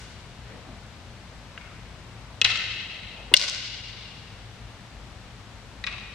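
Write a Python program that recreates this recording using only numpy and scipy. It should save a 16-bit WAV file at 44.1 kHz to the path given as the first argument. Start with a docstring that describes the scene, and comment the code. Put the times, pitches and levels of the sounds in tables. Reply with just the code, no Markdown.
"""Four dry wooden clacks ring out in a big sports hall: two sticks are swung and knocked together.
Each knock sets the wood ringing. The sound scatters off the turf floor, slaps back from the high roof,
echoes from the walls and fades in a long bright tail. The hardest clack overloads the microphone.
Underneath, ventilation rumbles, sticks, clothes and feet swish softly, and at the start the tail
of an earlier knock is still dying away."""
import sys
import numpy as np
from scipy import signal
from scipy.fft import rfft, irfft
from scipy.io import wavfile
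from scipy.ndimage import uniform_filter1d

SR = 44100
rng = np.random.default_rng(int(sys.argv[2]) if len(sys.argv) > 2 else 0)


def store_pcm(level_fs):
    """Save levels as 16-bit WAV."""
    pcm = np.round(np.clip(level_fs, -1, 1) * 32767).astype(np.int16)
    wavfile.write(sys.argv[1], SR, np.atleast_2d(pcm).T)


N = 270774
CLACK_SAMPLES = 8192


def from_db(db):
    """Turn decibels into a number to multiply by."""
    return 10 ** (np.asarray(db) / 20)


def at_hz(points, hz):
    """Read between a table's rows, giving each octave equal room."""
    f, value = np.transpose(points)
    return np.interp(np.log(np.maximum(hz, 1)), np.log(f), value)


def add(out, sound, s):
    """Mix a sound in at s seconds, which may lie before the start."""
    start = int(round(s * SR))
    part = sound[..., max(-start, 0):out.shape[-1] - start]
    start = max(start, 0)
    out[..., start:start + part.shape[-1]] += part


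def panned(x, pan_db):
    """Make the left side pan_db louder than the right."""
    return x * from_db(np.array([[pan_db], [-pan_db]]) / 2)


def resonance(x, hz, width_hz):
    """Let through the sound near one pitch; the narrower the band, the longer it rings."""
    r = np.exp(-np.pi * width_hz / SR)
    gain = (1 - r * r) / 2
    poles = [1, -2 * r * np.cos(2 * np.pi * hz / SR), r * r]
    return signal.lfilter([gain, 0, -gain], poles, x + 1e-18)


def band(x, hz, width_hz):
    """Pick out a band more cleanly by using the resonance twice."""
    return resonance(resonance(x, hz, width_hz), hz, width_hz)


def stereo_noise_spectrum(likeness, size):
    """Frequencies and spectrum of white noise whose two sides are as alike as the table says."""
    hz = np.arange(size // 2 + 1) * SR / size
    mid, side = rfft(rng.standard_normal((2, size)))
    alike = np.clip(at_hz(likeness, hz), -1, 1)
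    return hz, np.sqrt((1 + alike) / 2) * mid + np.sqrt((1 - alike) / 2) * side * [[1], [-1]]


# The ventilation's low rumble: f/Hz, relative level/dB
VENT_RUMBLE = [(20, -22), (35, -14.5), (50, -4), (64, -6.5), (85, -2.5), (115, -5.5), (150, -10),
               (200, -10), (300, -18)]
# Its rush of air: f/Hz, relative level/dB
VENT_RUSH = [(420, -19), (700, -18.5), (1200, -20.5), (2400, -23), (4000, -25.5), (6000, -31.5),
             (8500, -38.5), (11000, -45.5), (13900, -54), (14700, -88)]
# How alike the air sounds left and right: f/Hz, likeness (1 = the same)
AIR_STEREO = [(50, 0.93), (200, 0.91), (500, 0.89), (1500, 0.65), (4000, 0.072), (12000, 0.048)]
# The fans' hums and faint whine: f/Hz, width/Hz, level/dB
FAN_RESONANCES = [(52.4, 6.3, -52.5), (112.96, 5.9, -53), (7830, 160, -78)]


def ventilation(air_db=-20.5):
    """Moving air rumbles and rushes steadily; the fans ring in narrow bands."""
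    hz, noise = stereo_noise_spectrum(AIR_STEREO, N)
    out = from_db(air_db) * irfft(noise * from_db(at_hz(VENT_RUMBLE + VENT_RUSH, hz)), N)
    for tone_hz, width_hz, level_db in FAN_RESONANCES:
        tone = band(rng.standard_normal(N + SR), tone_hz, width_hz)[SR:]  # skip the build-up
        out += from_db(level_db) * tone / tone.std()
    return out


# Movements of sticks, clothes and feet on turf: middle t/s, half length/s, level/dB, f/Hz
MOVEMENTS = [(0.505, 0.062, -50.5, 1390), (0.535, 0.089, -51.5, 417), (0.55, 0.03, -45, 228),
             (0.695, 0.067, -49.5, 253), (0.715, 0.11, -52, 590), (1.546, 0.12, -61, 715),
             (2.33, 0.15, -56.5, 685), (3.21, 0.084, -51, 580), (3.3203, 0.0054, -37.5, 370),
             (3.326, 0.008, -40, 670)]


def swishes():
    """Each movement makes a soft, broad puff of noise that swells and fades."""
    t, out = np.arange(N) / SR, 0
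    noise = irfft(stereo_noise_spectrum(AIR_STEREO, N)[1], N)
    for s, half_s, level_db, hz in MOVEMENTS:
        puff = band(noise, hz, width_hz=0.99 * hz)
        swell = np.exp(-((t - s) / half_s) ** 2)
        out += from_db(level_db) * puff / puff.std() * swell
    return out


def whoosh(middle_s=3.333, half_s=0.007, level_db=-34, middle_hz=351.3, octaves_per_s=65):
    """Air swirls off the fastest swing: a brief rough tone that rises as the stick speeds up."""
    t = np.arange(N) / SR - middle_s
    pitch = middle_hz * 2 ** np.clip(octaves_per_s * t, -1, 1)
    waver = resonance(rng.standard_normal(N), hz=120, width_hz=120)
    tone = np.sin(2 * np.pi * np.cumsum(pitch) / SR) * (1 + 0.4 * waver / waver.std())
    return from_db(level_db) * tone * np.exp(-(t / half_s) ** 2)


# How long the hall rings: f/Hz, time to fade by 60 dB/s
HALL_FADE = [(200, 1.4), (1000, 0.98), (2000, 2.08), (2800, 2.3), (4000, 1.95), (6000, 1.52), (9000, 0.82),
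             (14000, 0.3)]
# How alike the hall sounds left and right: f/Hz, likeness (1 = the same)
HALL_STEREO = [(200, 0.99), (1000, 0.95), (2500, 0.49), (5000, 0.035), (12000, 0.13)]


def hall_tail(build_up_s=0.0011, grain_s=0.0005, grain_db=-0.5, merge_s=0.19, top_hz=9000):
    """The hall's answer to a click: separate echoes (grains) merge, and each band fades at its own rate."""
    t = np.arange(2 * SR) / SR
    hz, spectrum = stereo_noise_spectrum(HALL_STEREO, len(t))
    spread = np.log(from_db(grain_db)) * np.exp(-t / merge_s)
    grains = rng.standard_normal(len(t))[(t / grain_s).astype(int)]
    grainy = irfft(spectrum) * np.exp(spread * grains - spread ** 2)
    spectrum = rfft(grainy) / np.sqrt(1 + (hz / top_hz) ** 8)
    centres = np.geomspace(125, 16000, 15)  # Hz, half an octave apart
    out = 0
    for centre, share in zip(centres, np.eye(len(centres))):
        part = irfft(spectrum * at_hz(np.transpose([centres, share]), hz), len(t))
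        out += part * np.exp(-np.log(1000) * t / at_hz(HALL_FADE, centre))
    bunches = rng.standard_normal(600)  # echoes come in loose bunches, so the level flutters
    flutter_db, flutter_s = 1.04, 0.012
    flutter = from_db(flutter_db * np.interp(t / flutter_s, np.arange(len(bunches)), bunches))
    fade_in = -np.expm1(-t / build_up_s)
    return out * flutter * fade_in * np.sqrt(9 / SR)


def rough_surface(scatter_s, tilt_db, pivot_hz=3800, dull_hz=7500):
    """Spectrum of a short spray of echoes with its top soaked up; a positive tilt is brighter."""
    t = np.arange(CLACK_SAMPLES) / SR
    hz, noise = stereo_noise_spectrum(HALL_STEREO, CLACK_SAMPLES)
    spray = rfft(irfft(noise) * t * np.exp(-2 * t / max(scatter_s, 2 / SR)))
    power = uniform_filter1d(np.abs(spray) ** 2, size=300)
    tilt = from_db(tilt_db * np.tanh(np.log2((hz + 1) / pivot_hz)))
    colour = tilt / np.sqrt(1 + (hz / dull_hz) ** 8)
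    return spray * colour / np.sqrt(power + 1e-24)


def reflected(sound, paths):
    """A sound comes back from rough surfaces, once along each path."""
    out = np.zeros((2, SR))
    lead = 64  # samples of room ahead of each echo
    spectrum = rfft(np.roll(sound, lead))
    for delay_s, echo_db, scatter_s, tilt_db in paths:
        echo = irfft(spectrum * rough_surface(scatter_s, tilt_db))
        add(out, from_db(echo_db) * echo, max(delay_s - lead / SR, 0))
    return out


# Echoes off the ribbed far walls: delay/s, relative level/dB, scatter/s, tilt/dB
RIBBED_WALLS = [(.083, -9.5, 0.0086, 2.5), (.097, -10, 0.0066, -0.5), (.139, -10.5, 0.0077, 1),
                (.245, -35, 0.0074, 4)]
# Echoes off flat walls and boards: delay/s, relative level/dB, f/Hz, width/Hz
FLAT_WALLS = [(.0098, -24, 5200, 3500), (0.012, -32, 5200, 5000), (0.0146, -44, 4230, 3000),
              (0.0195, -44, 4630, 2500), (0.058, -18, 4630, 3500), (0.076, -12.5, 3760, 4000),
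              (0.1478, -20, 5500, 4500), (.1585, -13, 7100, 3000), (0.16, -15.5, 5500, 4000),
              (.2092, -21, 4870, 4000)]


def wall_echoes(sound, direct_db, hall_db):
    """Ribbed walls send back rough bunches of echoes; flat ones send back sharp ticks."""
    out = from_db(hall_db) * reflected(sound, RIBBED_WALLS)
    for delay_s, wall_db, hz, width_hz in FLAT_WALLS:
        add(out, from_db(direct_db + wall_db) * band(sound, hz, width_hz), delay_s)
    return out


# The roof's slap, one row per knock: round trip/s, girder level/dB, deck level/dB,
# f/Hz and width/Hz of the band sent upwards, roughness (multiplies the scatter)
ROOF_SLAPS = [(0.034, 0, -5, 2800, 2600, 0.86), (0.028, -3, 4, 600, 3800, 0.47),
              (.0263, -2, -2, 3600, 3400, 1.05), (.0252, 2, 4, 1300, 2600, 0.68)]
# Echoes off the roof deck, deck and floor, and the bays beyond:
# extra delay/s, relative level/dB, scatter/s, tilt/dB
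ROOF_PATHS = [(.0044, -1, 0.0041, 12.5), (.0084, -9.5, 0.0019, -6), (0.0129, -8.5, 0.013, 3)]


def roof_slap(sound, knock_index):
    """The girders answer first, short and bright, then the roof deck above them."""
    trip_s, girder_db, deck_db, upward_hz, width_hz, roughness = ROOF_SLAPS[knock_index]
    paths = [(0.0012, girder_db, 0.00089, 11)]  # the girders; columns as in ROOF_PATHS
    for delay_s, echo_db, scatter_s, tilt_db in ROOF_PATHS:
        paths.append((delay_s, deck_db + echo_db, roughness * scatter_s, tilt_db))
    out = np.zeros((2, SR))
    add(out, reflected(resonance(sound, upward_hz, width_hz), paths), trip_s)
    return out


# Echoes off the nearby turf: delay/s, relative level/dB, scatter/s, tilt/dB
TURF_PATHS = [(.0027, -5.5, 0.0015, 1.5), (.007, -16.5, 0.029, 1)]


def turf_scatter(sound):
    """Sound aimed at the microphone scatters off the turf close by."""
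    return reflected(sound, TURF_PATHS)


# The click of wood on wood at hardness 1: f/Hz, relative level/dB
CLICK_SPECTRUM = [(100, -64), (250, -18.5), (500, -13.5), (900, -11), (1400, -9), (2000, -1.5), (3000, 0),
                  (4000, 1.5), (5300, -6.5), (7000, -11), (10000, -19), (12500, -19), (16000, -67)]


def contact_click(hardness):
    """The sticks touch; a harder touch makes a shorter, brighter click."""
    hz = np.arange(CLACK_SAMPLES // 2 + 1) * SR / CLACK_SAMPLES
    cepstrum = irfft(np.log(from_db(at_hz(CLICK_SPECTRUM, hz / hardness))))
    # Folding this packs the click's energy at its very start (minimum phase).
    cepstrum[1:CLACK_SAMPLES // 2] *= 2
    cepstrum[CLACK_SAMPLES // 2 + 1:] = 0
    return irfft(np.exp(rfft(cepstrum)))


# The notes of the bending sticks: f/Hz, time to fade by 60 dB/s, then relative level/dB
# when struck near the grip, a third along, two thirds along and near the tip
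STICK_NOTES = [(306, 0.044, -5, -12, -19, 20), (500, 0.02, -14, -6, -10, 9), (579, 0.05, -10, -4, 2, 23.5),
               (773, 0.076, 9, 7, 8.5, 10), (900, 0.062, -5, -6, 2, -12), (1064, 0.045, -1, -4, 3, 19),
               (1150, 0.025, 20.5, -4, -15, -11), (1318, 0.033, 9, 14, 14.5, -20),
               (1470, 0.029, -6, 11, -9, 13), (1513, 0.033, -3, 4.5, 7, 17.5),
               (1646, 0.041, 10, -17, -16, 6), (1830, 0.032, -17, -6, 6.5, -26),
               (1930, 0.026, 15, -9, -3, 7), (2072, 0.013, -9, -4, 9, 10), (2214, 0.022, 11, 11.5, -7, 4),
               (2450, 0.034, 18.5, 11, -6, -23), (2580, 0.034, 15, -2, 13.5, -16),
               (2677, 0.047, 0, 10, 13, -16), (2803, 0.02, 0, 11.5, 3, 11), (2862, 0.049, -5, 2, 7.5, 6),
               (3166, 0.018, 1, 5, 8, -9), (3440, 0.024, 6, -2, 1, 11.5), (3570, 0.024, 6.5, -10, -27, -3),
               (3837, 0.023, 18.5, -6, 6.5, 5.5), (3977, 0.022, 0, -3, 8.5, -1), (4300, 0.011, 8, -1, 4, 2),
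               (4560, 0.011, -6, -4, 0, -2), (5020, 0.021, 6, -8, -12, 1.5),
               (5230, 0.013, -8, -4, 6.5, -12), (5820, 0.019, 4, 0, 3.5, 3),
               (6850, 0.0049, -8, -4, -0.5, -4), (8600, 0.025, 4, 0, 3, -28)]


def clack(place, hardness, ring_db):
    """The click rings each note as strongly as it moves at the struck place (0 grip, 1 or more tip)."""
    click = contact_click(hardness)
    out = click.copy()
    for hz, fade_s, *by_place_db in STICK_NOTES:
        note_db = np.interp(place, np.linspace(0, 1, len(by_place_db)), by_place_db)
        width_hz = np.log(1000) / (np.pi * fade_s)
        out += from_db(ring_db + note_db) * resonance(click, hz, width_hz)
    return out


# A knock just before the start: t/s, place on the stick, level/dB, hardness, ring level/dB
EARLIER_KNOCK = (-0.15, 3.9, -1.5, 5, 4.5)


def earlier_knock(tail):
    """Only the hall's fading tail is heard of this knock."""
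    s, place, hall_db, hardness, ring_db = EARLIER_KNOCK
    sound = clack(place, hardness, ring_db)
    out = np.zeros((2, N))
    add(out, from_db(hall_db) * signal.fftconvolve(sound[None], tail, axes=1), s)
    return out


def smeared(x, hz=3000, spread_hz=2400):
    """Bending waves run through wood at unequal speeds, which draws out the start of a clack."""
    r = np.exp(-np.pi * spread_hz / SR)
    poles = [1, -2 * r * np.cos(2 * np.pi * hz / SR), r * r]
    for _ in range(3):
        x = signal.lfilter(poles[::-1], poles, x)  # delays some pitches, keeps their levels
    return x


def beamed(x, hz, width_hz, side_hz, side_width_hz, side_db, crack_db, hollow_db, hollow_hz):
    """A stick aims two bands at the microphone; some whole crack and a hollow note go everywhere."""
    beams = band(x, hz, width_hz) + from_db(side_db) * band(x, side_hz, side_width_hz)
    hollow = band(x, hollow_hz, width_hz=250)
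    return smeared(beams + from_db(crack_db) * x + from_db(hollow_db) * hollow)


def direct_clack(place, beam, rebound_s, rebound_db, floor_s=0.001064, floor_db=-8):
    """The sticks hit and touch again on the rebound; both sounds also bounce off the floor."""
    sound = panned(beamed(clack(place, hardness=0.96, ring_db=5), *beam), pan_db=1)
    sound[1] = np.roll(sound[1], 1)  # the right microphone is one sample farther away
    out = np.zeros((2, SR))
    for s, touch_db in ((0, 0), (rebound_s, rebound_db)):
        add(out, from_db(touch_db) * sound, s)
        for side, lag_s in enumerate((0, 0.00009)):  # the bounce reaches the right side later
            add(out[side], from_db(touch_db + floor_db) * sound[side], s + floor_s + lag_s)
    return out


# The four knocks: t/s, place on the stick (0 grip, 1 tip);
# towards the microphone: level/dB, beam f/Hz, width/Hz, side beam f/Hz, width/Hz, level/dB,
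#   crack level/dB, hollow note level/dB, f/Hz, rebound delay/s, level/dB;
# into the hall: level/dB, hardness, ring level/dB, tail delay/s
KNOCKS = [(1.5762, 0.33, -7, 1410, 1080, 2450, 1200, -21, -24, -8, 760, .0016, -31, -11, 0.54, -1.5, 0.022),
          (2.415, 0.67, 6.5, 3060, 2680, 5960, 5040, 0.5, -10.5, 8.5, 434, 0.0043, -7.5, 9, 0.92, 3.5, .037),
          (3.3386, 0.94, 22, 3010, 1240, 2114, 230, -2.5, -27, -15, 490, 0.002185, -16, 16, 1.26, -7, .054),
          (5.8397, 0.024, -6, 1840, 600, 3840, 1900, -19, -10, -11, 500, 0.0057, -17, -5, 0.79, 2.5, .03)]


def sticks(tail):
    """Each knock arrives directly, then from the turf, walls and roof, and fades in the hall's tail."""
    out = np.zeros((2, N))
    for index, knock in enumerate(KNOCKS):
        s, place, direct_db, *beam, rebound_s, rebound_db = knock[:-4]
        hall_db, hardness, ring_db, tail_delay_s = knock[-4:]
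        add(out, from_db(direct_db) * direct_clack(place, beam, rebound_s, rebound_db), s)
        sound = clack(place, hardness, ring_db)
        add(out, from_db(direct_db) * turf_scatter(sound), s)
        add(out, wall_echoes(sound, direct_db, hall_db), s)
        add(out, from_db(hall_db) * roof_slap(sound, index), s)
        add(out, from_db(hall_db) * signal.fftconvolve(sound[None], tail, axes=1), s + tail_delay_s)
    return out


def scene():
    """The sticks in their hall, over the sounds of movement and ventilation."""
    tail = hall_tail()
    return sticks(tail) + earlier_knock(tail) + whoosh() + swishes() + ventilation()


def overload_dip(x, threshold_db=-1, share=0.41, most_db=7.5, release_db_per_s=6, attack_s=0.019):
    """An overload turns the volume down by a few dB; it creeps back over about a second."""
    over_db = 20 * np.log10(np.abs(x).max(axis=0) + 1e-9) - threshold_db
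    release_db = release_db_per_s * np.arange(N) / SR
    cut_db = np.maximum.accumulate(np.clip(share * over_db, 0, most_db) + release_db) - release_db
    r = np.exp(-1 / (attack_s * SR))
    smooth_cut_db = signal.lfilter([1 - r], [1, -r], cut_db)
    return x * from_db(-smooth_cut_db)


def record(dry):
    """The left microphone is more sensitive; overloads dip the volume, peaks clip and the top is cut."""
    clipped = np.clip(overload_dip(panned(dry, pan_db=4)), -0.96, 0.96)
    treble_cut = signal.firwin(101, cutoff=16400, fs=SR)
    return signal.fftconvolve(clipped, treble_cut[None], "same", axes=1)


dry = scene()
out = record(dry)
store_pcm(out)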